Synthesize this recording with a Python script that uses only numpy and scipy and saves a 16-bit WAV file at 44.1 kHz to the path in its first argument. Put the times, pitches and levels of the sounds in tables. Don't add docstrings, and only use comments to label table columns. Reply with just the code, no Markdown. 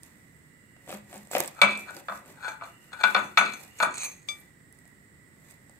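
import sys
import numpy as np
from scipy import signal
from scipy.fft import rfft, irfft
from scipy.io import wavfile
from scipy.ndimage import uniform_filter1d

SR = 44100
rng = np.random.default_rng(int(sys.argv[2]) if len(sys.argv) > 2 else 0)


def to_linear_factor(level_db):
    exponent = np.asarray(level_db, float) / 20
    return 10 ** exponent


def file_out(sig):
    cols = np.atleast_2d(sig).T
    lim = np.clip(cols, -1, 1)
    pcm = np.round(lim * 32767).astype(np.int16)
    wavfile.write(sys.argv[1], SR, pcm)


N = 255339
THROUGH_S = 2.4


def rms_one(x):
    return x / np.sqrt(np.mean(x ** 2) + 1e-20)


def at_hz(points, hz):
    points_hz, values = np.transpose(points)
    return np.interp(np.log(hz), np.log(points_hz), values)


def band_pass(x, low_hz, high_hz, order=2):
    return signal.sosfilt(signal.butter(order, [low_hz, high_hz], "band", fs=SR, output="sos"), x)


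def ring(push, hz, t60_s):
    r, w = to_linear_factor(-60 / (t60_s * SR)), 2 * np.pi * hz / SR
    return signal.lfilter([0, np.sin(w)], [1, -2 * r * np.cos(w), r * r], push + 1e-18)


def dying(clicks, t60_s):
    return signal.lfilter([1], [1, -to_linear_factor(-60 / (t60_s * SR))], clicks)


def spikes(times_s, heights):
    out = np.zeros(N)
    np.add.at(out, (np.asarray(times_s) * SR).astype(int), heights)
    return out


def grains(per_s, spread_db):
    sizes = to_linear_factor(spread_db * np.minimum(rng.exponential(1, N), 4)) * rng.choice([-1, 1], N)
    return rms_one(sizes * (rng.random(N) < per_s / SR))


def bunching(depth_db, size):
    return to_linear_factor(depth_db * rms_one(uniform_filter1d(rng.standard_normal(N), size=size)))


def swells(rows):
    level, top, time = np.full(N, -120.), np.zeros(N, int), np.arange(N) / SR
    for k, (s, db, rise_s, fall_s, *_) in enumerate(rows):
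        before, after = (s - time) / max(rise_s, .002), (time - s) / max(fall_s, .002)
        swell = db - 20 * np.where(time < s, before, after)
        top[swell > level] = k
        level = np.maximum(level, swell)
    return level, top


def dying_noise(times_s, db, t60_s, low_hz, high_hz):
    fade = dying(spikes(times_s, to_linear_factor(db)), t60_s)
    return band_pass(fade * rng.standard_normal((2, N)), low_hz, high_hz)


def placed(x, pan_db, lag):
    late = np.interp(np.arange(len(x)) - lag, np.arange(len(x)), x, left=0)
    return np.array([x * to_linear_factor(pan_db / 2), late * to_linear_factor(-pan_db / 2)])


def coloured(pair, spectrum, leaning):
    hz = np.maximum(np.fft.rfftfreq(N, 1 / SR), 10)
    tilt_db = at_hz(leaning, hz) / 2 * [[1], [-1]]
    return rms_one(irfft(rfft(pair) * to_linear_factor(at_hz(spectrum, hz) + tilt_db), N))


def plate():
    # (time [s], level near 1 kHz [dB], clatter centre [Hz], rim ring [dB re blow],
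    # hard edge [dB re blow])
    blows = [(1.616, -11.5, 917, 4, -11.5), (1.6208, -16, 1200, 1.5, -30.5), (1.633, -15, 1290, -13.5, -23),
             (2.084, -26.5, 1250, -13, -46), (2.096, -28.5, 1170, -54, -35), (2.121, -29.5, 1150, -45, -46),
             (2.434, -41.5, 1480, -35, -25), (2.611, -38.5, 1250, -7, -64), (2.62, -33, 1180, -16, -70),
             (2.93, -43, 1560, -5, -12), (3.035, -27, 1480, 3, -16), (3.0375, -13, 1480, -3, -25),
             (3.147, -26, 1240, 6, -22), (3.149, -12, 1300, -14, -42.5), (3.164, -21, 1060, -10.5, -26.5),
             (3.169, -25.5, 1180, -6.5, -45.5), (3.373, -15, 1250, -7, -19), (3.3757, -12.5, 1276, 1, -22),
             (3.382, -23.5, 1420, -21.5, -6.5), (3.411, -19, 1300, -16.5, -51),
             (3.536, -45.5, 1500, 7, -15), (3.547, -59, 1500, -8, -30), (3.802, -20, 1460, -5.5, -49),
             (3.8265, -18.5, 1310, -15, -34.5), (3.829, -15.5, 1154, -37.5, -41)]
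    # (time [s], level near 1 kHz [dB], rise [s], fall [s], centre [Hz])
    presses = [(3.813, -25.5, 0.014, .02, 1450), (2.11, -59, 0.026, 0.049, 1150),
               (1.565, -45, 0.0023, 0.05, 1390), (1.597, -39.5, 0.043, 0.022, 1320),
               (1.887, -35.5, 0.025, 0.026, 1480), (1.967, -48, .004, 0.02, 1410),
               (2.442, -36, 0.025, 0.096, 1500), (2.475, -31.5, 0.084, 0.067, 1480),
               (2.51, -36.5, .015, 0.037, 1470), (2.134, -45, .02, 0.0093, 1250),
               (2.641, -44, 0.04, 0.08, 1290), (2.933, -38, 0.019, 0.045, 1500),
               (3.016, -34.5, 0.062, 0.0069, 1480), (3.19, -30, 0.0039, 0.0098, 1460),
               (3.246, -48, 0.3, 0.039, 1400), (3.804, -22, 0.0065, 0.038, 1330)]
    # (time [s], level near 2400 Hz [dB], rise [s], fall [s], 8 kHz hiss [dB re slide])
    slides = [(1.7, -33, .1, 0.13, -18), (3.2, -43.5, 0.086, 0.081, -4.5), (3.44, -28.5, 0.054, 0.12, -20),
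              (3.537, -39.5, 0.014, 0.018, -5.5), (3.944, -45, .004, 0.018, 0),
              (3.972, -37, .004, 0.012, -3.5), (3.978, -33, 0.0035, 0.032, -1),
              (3.994, -37.5, .006, .02, 1), (4.004, -36, .004, 0.028, 12), (4.022, -36, .004, 0.023, -2),
              (4.033, -26.5, 0.015, 0.035, -15), (4.057, -34, .004, 0.033, -2), (4.07, -53, 0.018, 0.24, 0),
              (3.789, -36, 0.006, .02, -6), (3.827, -24.5, 0.011, 0.041, -9.5),
              (3.95, -38.5, .02, 0.16, -1.5), (3.999, -35, 0.11, 0.057, -6),
              (4.047, -31.5, 0.18, 0.024, -5.5)]
    drag_colour_db = [-7, -11, -19]
    slide_low_db, slide_mid_db, slide_hz = -21.5, -8.5, 1250

    s, db, centre_hz, rim_db, edge_db = np.transpose(blows)
    mid_db = 0.2 * rim_db + 0.36 * edge_db + 9
    (press, row), (slide, slide_row) = swells(presses), swells(slides)
    level = np.maximum(press, slide + slide_low_db)
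    drag_hz = np.where(press >= level, np.array(presses)[row, -1], slide_hz)
    slide_colour_db = [0, slide_mid_db, np.array(slides)[slide_row, -1]]
    drags = [np.maximum(press + a, slide + b) for a, b in zip(drag_colour_db, slide_colour_db)]

    slips = np.abs(grains(3000, spread_db=5.0) * bunching(2.9, 400))
    rough = slips, rng.standard_normal(N), grains(2300, spread_db=-1.0)
    out = low_modes(s, db, centre_hz, level, drag_hz, rough)
    out += high_modes(s, [db + rim_db, db + mid_db, db + edge_db], drags, rough)
    out += contact(s, db + mid_db, db + edge_db)
    out = signal.sosfilt(signal.butter(4, 470, "high", fs=SR, output="sos"), out)
    worktop = dying_noise(s + 0.039, db - 16.0, 0.48, 140, 450)
    return out + worktop.mean(axis=0)


def low_modes(s, db, centre_hz, level, drag_hz, rough):
    # (mode [Hz], level [dB], t60 [s], left-right [dB])
    body = [(560, 2, 0.046, 2.5), (689, -4, 0.05, 3.5), (748, -1, 0.0066, 1), (854, -4.5, 0.06, 3.5),
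            (1001, 2, 0.053, -4), (1108, -3.5, 0.06, 2.5), (1168, -5.5, 0.092, -0.5),
            (1209, -2.5, 0.08, 3.5), (1242, -4.5, 0.041, 6.5), (1300, 0.5, 0.07, -0.5),
            (1336, -0.5, 0.07, 2), (1390, -1.5, 0.056, 5.5), (1480, -0.5, 0.085, 11.5),
            (1577, -1.5, 0.045, 2.5), (1705, -2.5, 0.033, -4), (1883, -0.5, 0.023, 0)]
    out = np.zeros((2, N))
    for k, mode in enumerate(body):
        hz, sign = mode[0], (-1) ** k
        blow_db = db + pressed(hz, centre_hz, sharp_db=30.0, floor_db=-9.0 - 8.7 * (hz < 620))
        drag_db = level + pressed(hz, drag_hz, sharp_db=51.5, floor_db=-24)
        lag = 6.0 * sign * (900 < hz < 2000)
        out += fed_mode(mode, s, blow_db, drag_db, -14, .17, rough, sign=sign, lag=lag)
    return out


def pressed(hz, centre_hz, sharp_db, floor_db):
    octaves = np.log2(hz / centre_hz)
    main_db, partner_db = -sharp_db * np.abs(octaves), -sharp_db * np.abs(octaves + 0.77)
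    return np.maximum(np.maximum(main_db, partner_db), floor_db)


def high_modes(s, blows_db, drags_db, rough):
    plate_hz = [2293, 2347, 2460, 2584, 2643, 3110, 3467, 3496, 3520, 3900, 4250, 4860, 6352, 6730, 7700,
                8010, 8400, 9825, 11835, 12920, 15555]
    # (level [dB], t60 [s], left-right [dB])
    plate_modes = [(-1, .25, 2), (-3, .3, 1), (-6, .025, 3), (-13, .35, 2), (-22, .25, 2), (-15, .03, 2),
                   (-13, .06, 4), (-9, .08, 4), (-11, .05, 5), (-5, .014, 1), (-5, .018, 1), (-20, .1, 2),
                   (-1, .16, 0), (-10, .015, -4), (-3, .008, -15), (-1, .2, -11), (-4, .01, -15),
                   (2, .15, -2), (-10, .1, -2), (0, .044, -2), (-15, .1, -2)]
    # (while cutting [dB], once through [dB])
    lying = [(-4, -2), (0.5, 5), (2, 0.5), (2, 3), (4.5, 12.5), (1, -3.5), (0.5, 2), (0.5, 4.5), (1, 4),
             (0, -0.5), (2, 6), (4.5, -5), (-3, -2.5), (6.5, 12), (-1.5, -2.5), (-1.5, -2), (0.5, -0.5),
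             (-10.5, -6.5), (-13, -4.5), (1, -2.5), (0, 2)]
    # (time [s], peak [dB])
    catches = [
        (3.9425, -29),
        (3.962, -36),
        (3.9712, -30),
        (3.9766, -30),
        (3.992, -33),
        (4.0044, -30),
        (4.021, -29),
        (4.0336, -24),
        (4.041, -25.5),
        (4.057, -33),
    ]
    # catch [dB], rattle [dB], rattle t60 [s]
    catch_group_db, rattle_group_db, rattle_s = [-6, -8.5, -3], [-12, -20, -12], [.16, .08, .12]
    # skid's loss on long rings [dB], ring time left under the resting blade [ratio]
    skid_long_db, resting = [-6, -20, 0], [0.28, 1, 1]
    skid_s, skid_short_db, skid_top_db, top_hz = 3.9, -0.5, -9, 9000
    long_s, stiff_hz, stiff_db, catch_stiff_db = .045, 11000, -9, -15
    sing_hz, sing_db = 6350, 5

    time = np.arange(N)
    skid, through = time / SR > skid_s, time > int(THROUGH_S * SR)
    catch_s, catch_db = np.transpose(catches)
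    out = np.zeros((2, N))
    for hz, (mode_db, t60_s, pan_db), (cutting_db, lying_db) in zip(plate_hz, plate_modes, lying):
        group = int(hz > 2800) + int(hz > 5500)
        is_long, is_stiff = t60_s > long_s, hz > stiff_hz
        blow_db = blows_db[group] + np.where(s > THROUGH_S, lying_db, cutting_db)
        skid_db = (skid_long_db[group] if is_long else skid_short_db) + skid_top_db * (hz > top_hz)
        drag_db = drags_db[group] + skid * skid_db + stiff_db * is_stiff
        drag_db = drag_db + np.where(through, lying_db, cutting_db)
        rattle_db = rattle_group_db[group] + stiff_db * is_stiff
        if abs(hz - sing_hz) < 200:
            blow_db, drag_db = blow_db + sing_db * (s > THROUGH_S), drag_db + sing_db
        caught_db = catch_db + mode_db + catch_group_db[group] - 15.3 * is_long + catch_stiff_db * is_stiff
        out += fed_mode((hz, mode_db, t60_s, pan_db), s, blow_db, drag_db, rattle_db, rattle_s[group], rough,
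                        caught=spikes(catch_s, to_linear_factor(caught_db)), left=resting[group] if is_long else 1,
                        scattered=not is_long)
    return out


def fed_mode(mode, s, blow_db, drag_db, rattle_db, rattle_s, rough,
             sign=1, lag=0, caught=0, left=1, scattered=True):
    hz, mode_db, t60_s, pan_db = mode
    slips, noise, rattle = rough
    contact_s = .0012
    uneven, late = rng.standard_normal((2, len(s)))
    hits = spikes(s + contact_s * np.abs(late) * scattered, to_linear_factor(blow_db + mode_db - 4.0 + 1.8 * uneven))
    chatter = to_linear_factor(rattle_db) * dying(hits, rattle_s)
    drag = uniform_filter1d(to_linear_factor(drag_db + mode_db - 3.5), size=100)
    turn = rng.integers(N)
    fed = chatter * np.roll(rattle, turn) + drag * slips * np.sign(np.roll(noise, turn))
    fed = fed / np.sqrt(t60_s * SR / 14)
    push = sign * hits + fed + caught
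    through = int(THROUGH_S * SR)
    tone = np.concatenate([ring(push[:through], hz, t60_s), ring(push[through:], hz, left * t60_s)])
    return placed(tone, pan_db, hz / 400 * rng.random() + lag)


def contact(s, mid_db, edge_db):
    out = dying_noise(s, mid_db + 10.0, 0.013, 1900, 2100)
    out += dying_noise(s, mid_db - 2.5, 0.1, 2100, 2800)
    out += dying_noise(s, mid_db - 15.0, 0.15, 3300, 3900)
    out += dying_noise(s, edge_db - 5.0, 0.012, 6300, 9500)
    return out + dying_noise(s, mid_db - 6.5, 0.026, 3700, 4500)


def rim_tap():
    # (time [s], level [dB], left-right [dB])
    tap = [
        (4.2872, -30.5, 0),
    ]
    rim_hz = [570, 1190, 1346, 2320, 3499, 3106, 4850, 6347, 6934, 8010, 9819, 11830, 12720]
    # (level [dB], t60 [s], left-right [dB], right lag [samples])
    rim = [(-20, 0.098, 2, -1), (-15, 0.23, 5, -7), (-25.5, 0.21, 4, 3), (-1, 0.26, 4, 0.3),
           (4, 0.16, 8.5, 7.5), (-32, 0.3, 6, -1), (-5.5, 0.13, 0, 1.5), (-7.5, 0.15, 9, 1.2),
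           (-24, .09, 3, 0), (-16, 0.25, -15, 2.6), (-35, 0.2, -3, 4), (-18, 0.13, -3, 1.5),
           (-28, 0.1, -3, 5)]
    (s, db, pan_db), = tap
    out = dying_noise([s], db + 6.0, 0.032, 3600, 4200) + dying_noise([s], db - 12.0, 0.23, 4200, 7400)
    for k, (hz, (mode_db, t60_s, lean_db, lag)) in enumerate(zip(rim_hz, rim)):
        tone = ring(spikes([s], to_linear_factor(db + mode_db)), hz, t60_s)
        out += placed((-1) ** k * tone, pan_db + lean_db, lag)
    return out


def glaze():
    # (time [s], crackle [dB], rise per 20 dB [s], fall per 20 dB [s])
    crumble = [(0.04, -62, 0.041, 0.18), (0.1, -70, .1, 0.64), (0.89, -52.5, 0.026, 0.11),
               (.94, -51.5, 0.1, 0.07), (1.1, -59, .02, 0.34), (1.17, -56.5, 0.15, 0.061),
               (1.32, -42.5, 0.017, 0.21), (1.4, -42, 0.09, 0.074), (1.45, -48, .05, 0.024),
               (1.48, -40, 0.014, 0.011), (1.64, -60.5, 0.009, 0.32), (1.79, -51, 0.027, 0.093),
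               (2.0, -54, .22, 0.022), (2.16, -55.5, 0.18, 0.084), (2.3, -60.5, 0.11, 0.14),
               (2.5, -60, 0.2, 0.1), (2.66, -62.5, 0.058, 0.23), (2.82, -65, 0.046, 0.22),
               (3.08, -51.5, 0.15, 0.34), (3.39, -56, 0.03, 0.24), (3.64, -56.5, 0.42, 0.12),
               (3.83, -48, .09, 0.061), (4.05, -47.5, 0.066, 0.104), (4.29, -57, 0.025, 0.2),
               (4.36, -68, 0.14, 0.098), (4.74, -74, 0.022, 0.58), (5.51, -61.5, 0.17, 0.081),
               (5.75, -74, 0.73, 0.26)]
    # (frequency [Hz], density [dB per Hz])
    crackle = [(60, -34), (300, -6.5), (880, -5), (1500, -10.5), (2200, -4.5), (2910, -11), (3120, -32),
               (3370, -11), (5300, -13.5), (7510, -7), (10800, -13.5), (12700, -7.5), (15900, -19.5)]
    # (frequency [Hz], left-right [dB])
    sugar_leaning = [(60, -1.5), (130, -3), (290, -8.5), (640, 5), (1410, 4), (3100, -5), (6820, -8),
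                     (15000, -9.5)]
    # (time [s], peak [dB], pitch
    # [Hz], dull push [dB])
    cracks = [(0.033, -34, 8950, -52), (0.041, -51, 8800, -60), (0.05, -50, 8900, -60),
              (0.765, -65, 8000, -42), (0.863, -47, 8000, -55), (0.8764, -52, 7690, -32),
              (0.8929, -37, 7850, -26), (0.9046, -41, 8000, -26), (0.9148, -36, 9700, -27),
              (0.9386, -39, 8100, -52), (0.963, -49, 7550, -43), (1.098, -48, 7500, -51),
              (1.1285, -40, 8100, -30), (1.1414, -37, 8600, -40), (1.1584, -40.5, 7570, -38),
              (1.1783, -36, 7780, -48), (1.3126, -34, 7870, -25), (1.315, -29, 7800, -36),
              (1.3195, -36, 7710, -35.5), (1.327, -36.5, 12150, -33), (1.3328, -38.5, 7810, -21),
              (1.3512, -33.5, 7580, -6), (1.362, -25.5, 12460, -17), (1.3664, -30, 7770, -44),
              (1.3821, -17, 12470, -34.5), (1.4038, -11, 12000, -18), (1.4366, -25, 12500, -35.5),
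              (1.4594, -30, 8100, -36.5), (1.477, -23.5, 8140, -42), (1.966, -32, 4700, -39),
              (4.7256, -42, 10200, -67), (4.75, -56.5, 9000, -68), (4.788, -45.5, 9300, -69),
              (4.8773, -47, 10400, -65), (5.504, -52, 8600, -60), (5.516, -48, 8600, -58)]
    # (time [s], peak [dB], dull push [dB])
    sprinkles = [(1.272, -41, -42.5), (1.5496, -47, -86.5), (1.775, -30, -27.5), (1.7947, -38, -41),
                 (1.9072, -39, -32), (2.26, -47, -41.5), (2.3004, -49, -41), (2.643, -51, -51),
                 (3.6487, -45, -49), (4.8544, -49, -47), (5.5101, -42, -46), (5.696, -44, -44)]
    # (time [s], dull push [dB])
    slumps = [
        (.926, -21),
        (1.339, -26.5),
        (1.3645, -11),
        (1.368, -11),
        (1.412, -25.5),
        (1.446, -26.5),
    ]
    sprinkle_hz, slump_tick_db = 8100, -42

    pair = placed(grains(1800, spread_db=2.0), 0, 4.5) + 1.1 * rng.standard_normal((2, N))
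    pair = bunching(2.5, 250) * pair
    out = to_linear_factor(swells(crumble)[0] + 5.5) * coloured(pair, crackle, sugar_leaning)

    small = [(s, db, sprinkle_hz, push_db) for s, db, push_db in sprinkles]
    small += [(s, slump_tick_db, sprinkle_hz, push_db) for s, push_db in slumps]
    push, tick, time = np.zeros(N), np.zeros((2, N)), np.arange(1000) / SR
    for s, db, hz, push_db in cracks + small:
        span = slice(int(s * SR), int(s * SR) + 1000)
        noise, detune = rng.standard_normal(1000), rng.standard_normal()
        burst = (0.55 * noise + np.sin(2 * np.pi * hz * time)) * to_linear_factor(-60 * time / 0.0061)
        tick[:, span] += to_linear_factor(db + 2.0) * placed(burst, at_hz(sugar_leaning, hz) - 2.5, 5.5)
        swing = np.sin(2 * np.pi * 620 * (1 + 0.094 * detune) * time) + 1.4 * noise
        push[span] += to_linear_factor(push_db - 6.0 - 60 * time / 0.016) * swing
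    bright, dull = band_pass(tick, 4600, 15500), band_pass(push, 400, 3100)
    return out + bright + placed(dull, 3.0, 5.4)


def dough():
    # (time [s], level [dB], rise [s], fall [s])
    squeeze = [
        (.9, -42, 0.035, 0.051),
        (.95, -40.5, 0.08, 0.0076),
        (1.16, -44, 0.077, 0.0484),
        (1.356, -32.5, 0.016, 0.037),
        (1.404, -29.5, 0.00623, 0.017),
        (1.442, -46.5, .04, .04),
        (1.97, -49.5, 0.14, 0.1),
        (2.3, -53.5, 0.16, 0.073),
    ]
    modes = [(196.0, -6, 0.0762), (160.8, -20.5, 0.038), (322.2, 8.5, 0.016), (540, 4.5, 0.052),
             (710, 2, 0.029), (875, -10, 0.0201), (1500, -4.0, 0.0063), (2284, -8.0, 0.006)]
    lumps = np.diff(grains(1200, spread_db=1.5), prepend=0)
    dull = sum(to_linear_factor(db) * rms_one(ring(lumps, hz, t60_s)) for hz, db, t60_s in modes)
    level = uniform_filter1d(to_linear_factor(swells(squeeze)[0]), size=300)
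    return placed(rms_one(dull) * level, 2.6, 3.8)


def knife():
    # (mode [Hz], level [dB], t60 [s])
    blade = [(8700, -64.5, 0.026), (11080, -65, .015), (12700, -61, 0.028)]
    # (time [s], level [dB], rise [s], fall [s])
    strokes = [
        (4.4, -2.5, 0.038, 0.03),
    ]
    brush = to_linear_factor(swells(strokes)[0]) * rng.standard_normal(N)
    tone = sum(to_linear_factor(db) * ring(brush, hz, t60_s) / np.sqrt(t60_s * SR / 28) for hz, db, t60_s in blade)
    return placed(tone, -20.0, 5.0)


def counter():
    # (time [s], peak [dB])
    thuds = [
        (0.931, -39),
        (1.157, -44.5),
        (1.371, -46),
        (1.627, -30),
        (2.101, -48.5),
        (3.042, -42.5),
        (3.16, -37.5),
        (3.389, -38),
        (3.812, -45.5),
    ]
    s, db = np.transpose(thuds)
    return ring(ring(spikes(s, to_linear_factor(db - 45.5)), 190, 0.14), 208, 0.56)


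def kitchen(x):
    t60_s, cut_hz = 0.32, 3380
    time = np.arange(SR // 2) / SR
    tail = rng.standard_normal((2, len(time))) * to_linear_factor(-60 * time / t60_s) * (time > .004)
    tail = band_pass(tail, 300, cut_hz)
    return signal.fftconvolve(x, tail / np.sqrt(np.sum(tail ** 2) / 2), axes=1)[:, :N]


def room_tone():
    # (frequency [Hz], density [dB per Hz])
    air = [(13, -62), (22, -23), (59, -3.5), (150, 3), (247, -2.5), (268, -1.5), (343, -5.5), (782, -18),
           (1550, -15), (1930, -7.5), (2480, -23.5), (3300, -26), (5600, -29), (6500, -32), (7430, -35.5),
           (10100, -32), (15600, -32.5)]
    # (frequency [Hz], correlation [ratio])
    likeness = [(60, 0.7), (180, 0.94), (550, 0.34), (1650, -1.2), (4970, -0.23), (15000, -0.67)]
    # (frequency [Hz], left-right [dB])
    leaning = [(30, -1), (60, 3), (150, -4.5), (380, -0.5), (950, -0.5), (2380, -5.5), (5980, -7),
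               (15000, -15)]
    # (centre [Hz], width [Hz], level [dB], left-right [dB]); a fan's whine near 2 kHz, and a hiss
    # near 8 kHz that the brighter right microphone lifts
    steady_bands = [(1959, 150, -65, -5), (8000, 1508, -73, -17.5)]
    # (time [s], level [dB])
    drift = [(0.0, -92), (0.42, -72), (0.79, -62), (1.11, -94.5), (1.84, -68), (2.24, -85), (2.47, -94),
             (2.64, -52.5), (3.321, -57), (3.55, -70), (3.79, -46), (3.93, -90), (4.09, -86.5),
             (4.561, -101), (5.79, -84.5)]
    air_db = -57.5

    sides = np.array([[1], [-1]])
    mid, side = rfft(rng.standard_normal((2, N)))
    alike = np.clip(at_hz(likeness, np.maximum(np.fft.rfftfreq(N, 1 / SR), 10)), 0, 1)
    pair = irfft(np.sqrt(1 + alike) * mid + np.sqrt(1 - alike) * side * sides, N)
    out = to_linear_factor(air_db) * coloured(pair, air, leaning)
    for hz, width_hz, db, pan_db in steady_bands:
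        hum = band_pass(pair[:, ::-1], hz - width_hz / 2, hz + width_hz / 2, order=3)
        out += to_linear_factor(db + pan_db / 2 * sides) * rms_one(hum)
    whine_db = np.interp(np.arange(N) / SR, *np.transpose(drift)) - 12.5
    return out + to_linear_factor(whine_db) * rms_one(band_pass(pair, 2700, 2950))


def scene():
    near, tap = plate() + glaze() + dough() + counter(), rim_tap()
    echo_db = -12
    return near + tap + knife() + to_linear_factor(echo_db) * kitchen(near + tap / 4) + room_tone()


def band_limit(x):
    return signal.sosfilt(signal.butter(12, 16800, fs=SR, output="sos"), x)


def record(dry):
    cutoff_hz, top_shelf_hz = 16600, 15950
    mix = .99 * np.tanh(dry / .99)
    mix = signal.sosfilt(signal.cheby2(20, 60, cutoff_hz, fs=SR, output="sos"), mix)
    mix = signal.sosfilt(signal.cheby2(12, 25, top_shelf_hz, fs=SR, output="sos"), mix)
    return band_limit(mix)


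dry = scene()
out = record(dry)
file_out(out)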